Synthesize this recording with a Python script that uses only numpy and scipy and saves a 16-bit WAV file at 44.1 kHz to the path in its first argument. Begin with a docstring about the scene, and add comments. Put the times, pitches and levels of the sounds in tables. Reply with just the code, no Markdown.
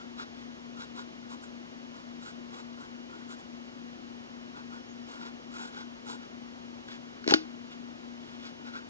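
"""Short, scratchy strokes are heard first: a dip pen sketching on a paper pad, near a small camera.
The nib plucks paper fibres, and these impulses excite the resonances of sheet, pad and nib.
Late on, something small and hard clatters once on the desk, each impact ringing both bodies.
Behind, a fan motor hums with a slow throb over steady hiss and a few faint, thin whistles.
The two microphone ports are of nearly opposite polarity, and the right one is thin in the bass."""
import sys
import numpy as np
from scipy import signal
from scipy.fft import rfft, irfft, next_fast_len
from scipy.io import wavfile
from scipy.ndimage import map_coordinates

SR = 44100
rng = np.random.default_rng(int(sys.argv[2]) if len(sys.argv) > 2 else 0)


def wav_record(signal):
    """Record a signal, one row per channel, as 16-bit PCM in the file named by sys.argv[1]."""
    frames = np.transpose(np.atleast_2d(signal))
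    bounded = np.clip(frames, -1, 1)
    # unit amplitude maps onto the largest positive 16-bit level
    quanta = np.round(bounded * 32767).astype(np.int16)
    wavfile.write(sys.argv[1], SR, quanta)


N = 392049

# nib strokes: t/s, length/s, level/dB, paper's low rustle/dB, pad's hollow ring/dB, nib's ring/dB,
# sizzle of the edge digging in/dB
STROKES = [(-0.03, 0.086, -52.5, -6, 12, 6, -8), (0.166, 0.085, -41.5, 1.5, 2.5, 10, -9.5),
           (0.755, 0.11, -45, 1, 4, 9.5, -5.5), (0.945, 0.09, -45.5, 5.5, 3.5, 14, -4.5),
           (1.288, 0.068, -48, 8, -2, 7, -1), (1.416, 0.05, -54, 3, 10, 4, 6),
           (1.93, 0.095, -53.5, 3, 1, 6, -6), (2.204, 0.12, -47.5, 1.5, 8.5, 8, 0.5),
           (2.5, 0.14, -49.5, 5.5, 0, 10, -4), (2.766, 0.11, -54.5, 7, 11.5, 8, -2),
           (3.086, 0.15, -56.5, 8, 11, 6, -6), (3.278, 0.081, -47.5, 0, 8.5, 6, 1),
           (3.38, 0.04, -52.5, 10, -9, 4, -1), (4.537, 0.088, -49, 5, 7.5, 4, -13),
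           (4.693, 0.11, -50, 5, 7.5, 3, -9), (5.059, 0.11, -46.5, 2, -1, 3, -4.5),
           (5.135, 0.073, -52.5, 3, 7, 3, -5), (5.182, 0.13, -44, 2, 3, 6, -11),
           (5.508, 0.2, -45.5, 2, 5.5, 7, -1.5), (5.706, 0.14, -44.5, -1, 3.5, 5, -11.5),
           (6.048, 0.12, -44, 5.5, 6, 6, 1.5), (6.19, 0.085, -48.5, 0, -4, 4, -14),
           (8.422, 0.1, -44.5, -6, -3, 6, -12), (8.639, 0.079, -44.5, -2, 3, 9, -15),
           (8.721, 0.088, -42.5, -1.5, 8, 6, -14.5)]
# spectral envelope of the pad: f/Hz, level/dB
PAD_SPECTRUM = [(60, -43.5), (250, -8.5), (470, -8.5), (620, -21.5), (780, -9.5), (1150, -11.5),
                (1900, -14), (2600, -10.5), (4400, -13.5), (5100, -14), (6300, -21.5), (7200, -24.5),
                (9000, -38.5), (9900, -71)]
# resonances of the pad: f/Hz, width/Hz, gain/dB
PAD_MODES = [(2230, 100, 2), (3400, 140, 4.5), (4600, 130, 1.5), (6740, 110, 4.5), (7440, 270, 4.5),
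             (8500, 250, 5), (9400, 200, 10)]
# the top sheet's resonance, set by where the nib works: t/s, f/Hz
SHEET_RESONANCE = [(0.2, 1100), (1.0, 1040), (3.3, 1040), (4.7, 945), (6.1, 870), (8.7, 950)]
# the hand shifting on the paper: t/s, length/s, level/dB
HAND_SHIFTS = [(0.326, 0.14, -51), (6.86, 0.12, -43.5), (7.698, 0.058, -46), (8.197, 0.29, -53)]
# friction of soft skin relative to the nib: f/Hz, gain/dB
SKIN_COLOUR = [(1080, -3), (1450, 5.5), (1900, -1), (3600, -1.5), (7300, -12.5)]
# the nib landing on the pad: t/s, level/dB
NIB_TAPS = [(0.198, -27), (0.787, -40), (1.325, -41)]
# impacts on the desk: t/s, click/dB, object's ring/dB, thump/dB, thump f/Hz, knock/dB, knock f/Hz
IMPACTS = [(6.886, -46, -49, -55, 350, -32, 1500), (7.2417, -41, -50, -46, 350, -29, 1500),
           (7.2643, -36, -40, -24, 360, -38, 620), (7.277, -20, -32, -14.5, 354, -27, 620),
           (7.288, -23, -34, -33, 406, -32, 830), (7.2971, -22, -36, -29, 398, -29, 1500),
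           (7.3093, -14, -18, -24, 316, -24, 1500), (7.321, -28, -38, -10.5, 378, -12.5, 850),
           (7.3382, -11.5, -0.5, -35, 397, -7.5, 1500), (7.3408, -32, -36, -9.5, 316, -22, 650),
           (7.3443, -19, -15, -29, 298, -36, 1500)]
# spectral envelope of the object's clicks: f/Hz, level/dB
CLICK_SPECTRUM = [(60, -26), (200, -13), (400, -9), (1050, -8), (2000, -5.5), (2500, -5.5), (2950, -6.5),
                  (4050, -6), (5000, -9), (5500, -9), (6000, -18), (6900, -23), (8600, -42.5), (9500, -46),
                  (10300, -54), (11000, -76)]
# peaks and dips in that envelope: f/Hz, width/Hz, gain/dB
CLICK_PEAKS = [(1500, 310, 4.5), (2230, 110, 3), (2570, 140, -6), (3600, 250, -6), (4400, 220, 5.5)]
# the object's bright modes: f/Hz, level/dB, T60/s
OBJECT_MODES = [(3150, -7, 0.011), (3670, -6, 0.01), (4380, -6.5, 0.017), (4680, -9.5, 0.019)]
# the desk's modes: f/Hz, level/dB, T60/s
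DESK_MODES = [(620, 8.5, 0.025), (825, -1, 0.054), (1500, 4.5, 0.011)]
# the thin scrape of the skid: f/Hz, level/dB
SKID_SPECTRUM = [(1300, 2), (2500, -7), (4200, -3), (6000, 1.5)]
# the fan motor's line spectrum: f/Hz, level/dB, throb depth (0-1)
MOTOR_LINES = [(118.7, -67.5, 0.4), (191, -80, 1), (239.1, -43, 0.62), (265.1, -56.5, 0.16),
               (362, -58, 0.08), (484, -69.5, 0)]
# moving air: f/Hz, level/dB
AIR_SPECTRUM = [(20, -21), (55, -9.5), (130, -6), (200, -2.5), (260, 4), (292, -1.5), (320, 2), (400, -5.5),
                (700, -6), (1500, -10), (2650, -15.5), (2950, -11.5), (3500, -19), (4500, -22), (6500, -32),
                (10000, -69.5)]
# faint whistles: start t/s, end t/s, start f/Hz, end f/Hz, level/dB
WHISTLES = [(1.95, 2.05, 5050, 4950, -67), (4.74, 4.92, 5300, 5350, -65), (4.86, 4.95, 6520, 6750, -67),
            (4.93, 5.13, 5020, 5200, -64.5), (7.21, 7.27, 5400, 5550, -65)]
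# the room's reverberation time: f/Hz, T60/s
ROOM_DECAY = [(150, 0.25), (320, 0.29), (900, 0.21), (4000, 0.23), (9000, 0.15)]
# right port relative to left: f/Hz, gain/dB, phase lag/rad
RIGHT_PORT = [(60, -13.5, 1.04), (190, -11.5, 1.22), (257, -8, 1.74), (580, -3, 2.124), (890, -2, 2.505),
              (2480, -0.84, 2.548), (4920, 0.5, 2.34), (8040, 11, 1.2), (8140, 11, 4.5)]
# each port's self-noise: f/Hz, level/dB
HISS_SPECTRUM = [(20, -22), (100, -8), (450, 10), (1500, 0), (3300, 1), (5500, 0.5), (6500, -3),
                 (7300, -10.5), (9000, -21), (10000, -33), (11000, -44)]

HOLLOW_FROM_HZ, HOLLOW_TO_HZ = 1392, 1502  # the pad's hollow ring rises as the nib travels


def pen(fibres_per_s=9000, scatter_db=2.0, catch_db=1.5, gain_db=-1.46):
    """Impulse excitation: nib and hand pluck paper fibres at random, and the pad resonates."""
    plucks = (rng.random(N) < fibres_per_s / SR) * rng.standard_normal(N)
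    plucks *= amp(scatter_db * rng.standard_normal(N))
    plucks *= amp(catch_db * wobble(90))  # the nib catches and frees unevenly
    friction = amp(gain_db) * unit(resonate(plucks, PAD_SPECTRUM, PAD_MODES))
    out = np.zeros(N)
    for start, length, db, *colour in STROKES:
        scratch = amp(db) * slide(friction, start, length)
        sheet_hz = np.interp(start, *np.transpose(SHEET_RESONANCE))
        early = filtered(scratch, stroke_response(db, *colour, HOLLOW_FROM_HZ, sheet_hz))
        late = filtered(scratch, stroke_response(db, *colour, HOLLOW_TO_HZ, sheet_hz))
        travel = np.sin(np.linspace(0, np.pi / 2, len(scratch))) ** 2
        add(out, max(start, 0), early + travel * (late - early))
    for start, length, db in HAND_SHIFTS:
        rub = filtered(slide(friction, start, length), lambda hz: amp(along(SKIN_COLOUR, hz)))
        add(out, start, amp(db) * rub)
    return out


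def slide(friction, start, length, attack_s=0.064, release_s=0.053):
    """Friction noise follows sliding speed, which rises, holds and falls."""
    i = np.arange(max(round(start * SR), 0), round((start + length) * SR))
    t = i / SR - start
    speed = np.minimum(t / min(attack_s, length / 2), (length - t) / min(release_s, length / 2))
    return friction[i] * np.sin(np.pi / 2 * speed.clip(0, 1))


def stroke_response(db, body_db, ring_db, nib_db, sizzle_db, hollow_hz, sheet_hz, usual_db=-41.5):
    """Resonant filtering: sheet, pad and steel nib each add a peak; pressure and sizzle add rasp."""
    rasp_db = -0.5 + 0.25 * (db - usual_db) + 0.29 * sizzle_db
    slope = [(1080, body_db), (1330, 0), (1900, 0), (3600, rasp_db), (5500, rasp_db), (7300, sizzle_db)]
    peaks = [(sheet_hz, 177, 8), (hollow_hz, 153, 12.5 + ring_db), (3930, 190, nib_db)]
    return lambda hz: amp(envelope_db(slope, peaks, hz))


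def nib_taps(t60=0.035):
    """Free vibration: the landing nib strikes the pad's hollow mode."""
    out = np.zeros(N)
    for start, db in NIB_TAPS:
        add(out, start, amp(db) * mode(HOLLOW_FROM_HZ, t60))
    return out


def clatter(snap=0.72, grit=0.88, click_t60=0.022, ring_top_hz=5200, click_room_db=-10, desk_room_db=-19):
    """Impact excitation: a hard object tips, skids and lands, clicking and ringing with the desk."""
    t = np.arange(SR // 4) / SR
    clicks, desk, rings = np.zeros((3, N))
    for start, click_db, ring_db, *blow in IMPACTS:
        burst = amp(-60 * t / click_t60) * rng.standard_normal(len(t))
        add(clicks, start, amp(click_db) * (snap * (t == 0) + grit * burst))
        add(rings, start, sum(amp(ring_db + db) * mode(hz, t60) for hz, db, t60 in OBJECT_MODES))
        add(desk, start, struck_desk(*blow))
    # the low-pass smooths the start of each ring, keeping it free of high fizz
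    rings = signal.sosfilt(signal.butter(4, ring_top_hz, fs=SR, output="sos"), rings)
    clicks += skid()
    direct = resonate(clicks, CLICK_SPECTRUM, CLICK_PEAKS)
    spread = resonate(clicks, CLICK_SPECTRUM, [])  # the room receives only the broad envelope
    reverberation = room(amp(click_room_db) * spread + amp(desk_room_db) * (desk + rings))
    return direct + rings + desk + reverberation


def struck_desk(thump_db, thump_hz, knock_db, knock_hz, peak_cycles=1.08, spot_octaves=0.37):
    """Modal response: a heavily damped thump, a faint after-ring and the modes the struck spot favours."""
    t = np.arange(SR // 3) / SR
    rise = thump_hz * t / peak_cycles
    thump = amp(thump_db) * rise * np.exp((1 - rise ** 2) / 2) * np.sin(2 * np.pi * thump_hz * t)
    after_ring = amp(thump_db - 18.5) * mode(hz=316, t60=0.28)
    knock = sum(amp(knock_db + db) * hump(np.log2(hz / knock_hz), 0, spot_octaves) * mode(hz, t60)
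                for hz, db, t60 in DESK_MODES)
    return thump + after_ring + knock


def skid(start=7.287, end=7.328, gain_db=-31.5, rough_db=3):
    """Sliding friction: the object scrapes briefly, a noise of uneven level."""
    t = np.arange(N) / SR
    level = amp(gain_db + rough_db * wobble(400)) * ((t > start) & (t < end))
    return level * coloured(rng.standard_normal(N), SKID_SPECTRUM)


def fan(slip_hz=3.503, sharpness=2.2, waver_db=0.5, air_db=-47.5):
    """Induction motor slip: over air noise, the hum dips each time the rotor lags one more pole."""
    t = np.arange(N) / SR
    dip = np.exp(sharpness * (np.cos(2 * np.pi * slip_hz * t) - 1))
    hum = np.zeros(N)
    for hz, db, depth in MOTOR_LINES:
        phase = 2 * np.pi * (hz * t + rng.random()) + 0.038 * wobble(3.6)
        hum += np.sqrt(2) * amp(db + waver_db * wobble(2.23)) * (1 - depth * dip) * np.sin(phase)
    return hum + amp(air_db) * coloured(rng.standard_normal(N), AIR_SPECTRUM)


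def whistles(waver=0.021, flutter_db=3):
    """Random frequency and amplitude modulation: thin tones waver, barely above the hiss."""
    out = np.zeros(N)
    drift = 1 + waver * wobble(190)
    for start, end, from_hz, to_hz, db in WHISTLES:
        n = round((end - start) * SR)
        pitch = np.linspace(from_hz, to_hz, n) * drift[round(start * SR):][:n]
        swell = np.sin(np.linspace(0, np.pi, n))
        add(out, start, amp(db) * swell * np.sin(2 * np.pi * np.cumsum(pitch) / SR))
    return out * amp(flutter_db * wobble(88))


def room(x):
    """Reverberation: in a furnished room each band dies away quickly, at its own exponential rate."""
    hz, t, bands = signal.stft(rng.standard_normal(SR // 3), SR, nperseg=256)
    decay = amp(-60 * t / along(ROOM_DECAY, hz)[:, None])
    tail = signal.istft(bands * decay, SR, nperseg=256)[1]
    delayed = np.pad(x, (SR // 250, 0))
    return signal.fftconvolve(delayed, tail / np.linalg.norm(tail))[:N]


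def ports(left, diffuse, crossover_hz=4500):
    """Phase lag: the right port nearly inverts the sound, with less bass and its own diffuse treble."""
    table = np.array(RIGHT_PORT)
    gain, lag = table[:, :2], table[:, ::2]
    right = left + filtered(diffuse, lambda hz: hz ** 2 / (hz ** 2 + crossover_hz ** 2))
    right = filtered(right, lambda hz: amp(along(gain, hz)) * np.exp(-1j * along(lag, hz)))
    return np.array([left, right])


def electronics(hiss_db=-58, whine_db=-91, whine_hz=11025):
    """Self-noise: the ports hiss independently and share a very faint whine."""
    hiss = coloured(rng.standard_normal((2, N)), HISS_SPECTRUM)
    whine = np.sin(2 * np.pi * whine_hz * np.arange(N) / SR)
    return amp(hiss_db) * hiss + amp(whine_db) * whine


def mode(hz, t60, rise_cycles=0.71):
    """A damped oscillator: it swings up, then decays exponentially."""
    t = np.arange(SR // 3) / SR
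    return amp(-60 * t / t60) * np.sin(2 * np.pi * hz * t) * (1 - np.exp(-hz * t / rise_cycles))


def resonate(x, slope, peaks, size=2048):
    """Convolution with a body's minimum-phase impulse response of unit energy."""
    hz = np.fft.rfftfreq(size, 1 / SR)
    cepstrum = irfft(np.log(amp(envelope_db(slope, peaks, hz))))
    cepstrum[1:size // 2] *= 2  # folding the cepstrum makes the response causal
    cepstrum[size // 2 + 1:] = 0
    response = irfft(np.exp(rfft(cepstrum)))
    return signal.fftconvolve(x, response / np.linalg.norm(response))[:N]


def envelope_db(slope, peaks, hz):
    """A spectral envelope: a broad slope plus resonances (f/Hz, width/Hz, gain/dB)."""
    return along(slope, hz) + sum(db * hump(hz, centre, width) for centre, width, db in peaks)


def hump(x, centre, width):
    """A Gaussian bell, 1 at its centre."""
    return np.exp(-((x - centre) / width) ** 2)


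def coloured(x, spectrum):
    """Spectral shaping, at rms 1."""
    return unit(filtered(x, lambda hz: amp(along(spectrum, hz))))


def filtered(x, response):
    """Linear filtering: the spectrum times a complex frequency response."""
    n = x.shape[-1]
    size = next_fast_len(n + SR // 4)
    return irfft(rfft(x, size) * response(np.fft.rfftfreq(size, 1 / SR)), size)[..., :n]


def along(points, hz):
    """Interpolation of (f/Hz, value) points on a logarithmic frequency axis."""
    f, values = np.transpose(points)
    return np.interp(np.log(hz + 1), np.log(f + 1), values)


def wobble(rate):
    """Smooth random modulation, with rate knots a second."""
    knots = rng.standard_normal(int(N * rate / SR) + 4)
    return map_coordinates(knots, [np.arange(N) * rate / SR])


def add(track, start, sound):
    """Superposition: a sound joins the track at its start time."""
    i = round(start * SR)
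    part = sound[max(-i, 0):N - i]
    track[max(i, 0):][:len(part)] += part


def amp(db):
    """Decibels to amplitude ratio."""
    return 10 ** (np.asarray(db) / 20)


def unit(x):
    """Normalisation to rms 1."""
    return x / np.sqrt(np.mean(x ** 2) + 1e-20)


def scene(pen_room_db=-13, diffuse_db=-18.02):
    """Superposition: pen, clatter, fan and whistles reach the two ports with the room's reverberation."""
    knocks = clatter()
    strokes = pen() + nib_taps()
    near = knocks + strokes + amp(pen_room_db) * room(strokes)
    left = near + fan() + whistles()
    diffuse = amp(diffuse_db) * room(knocks + strokes)
    return ports(left, diffuse) + electronics()


def record(dry, ceiling=0.95, notch_hz=8000, notch_width_hz=330, notch_db=-19, top_hz=11080):
    """Saturation and band limiting: the camera rounds peaks, notches the treble and cuts off the top."""
    rounded = dry / (1 + (dry / ceiling) ** 8) ** (1 / 8)
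    return filtered(rounded, lambda hz: amp(notch_db * hump(hz, notch_hz, notch_width_hz)) * (hz < top_hz))


dry = scene()
out = record(dry)
wav_record(out)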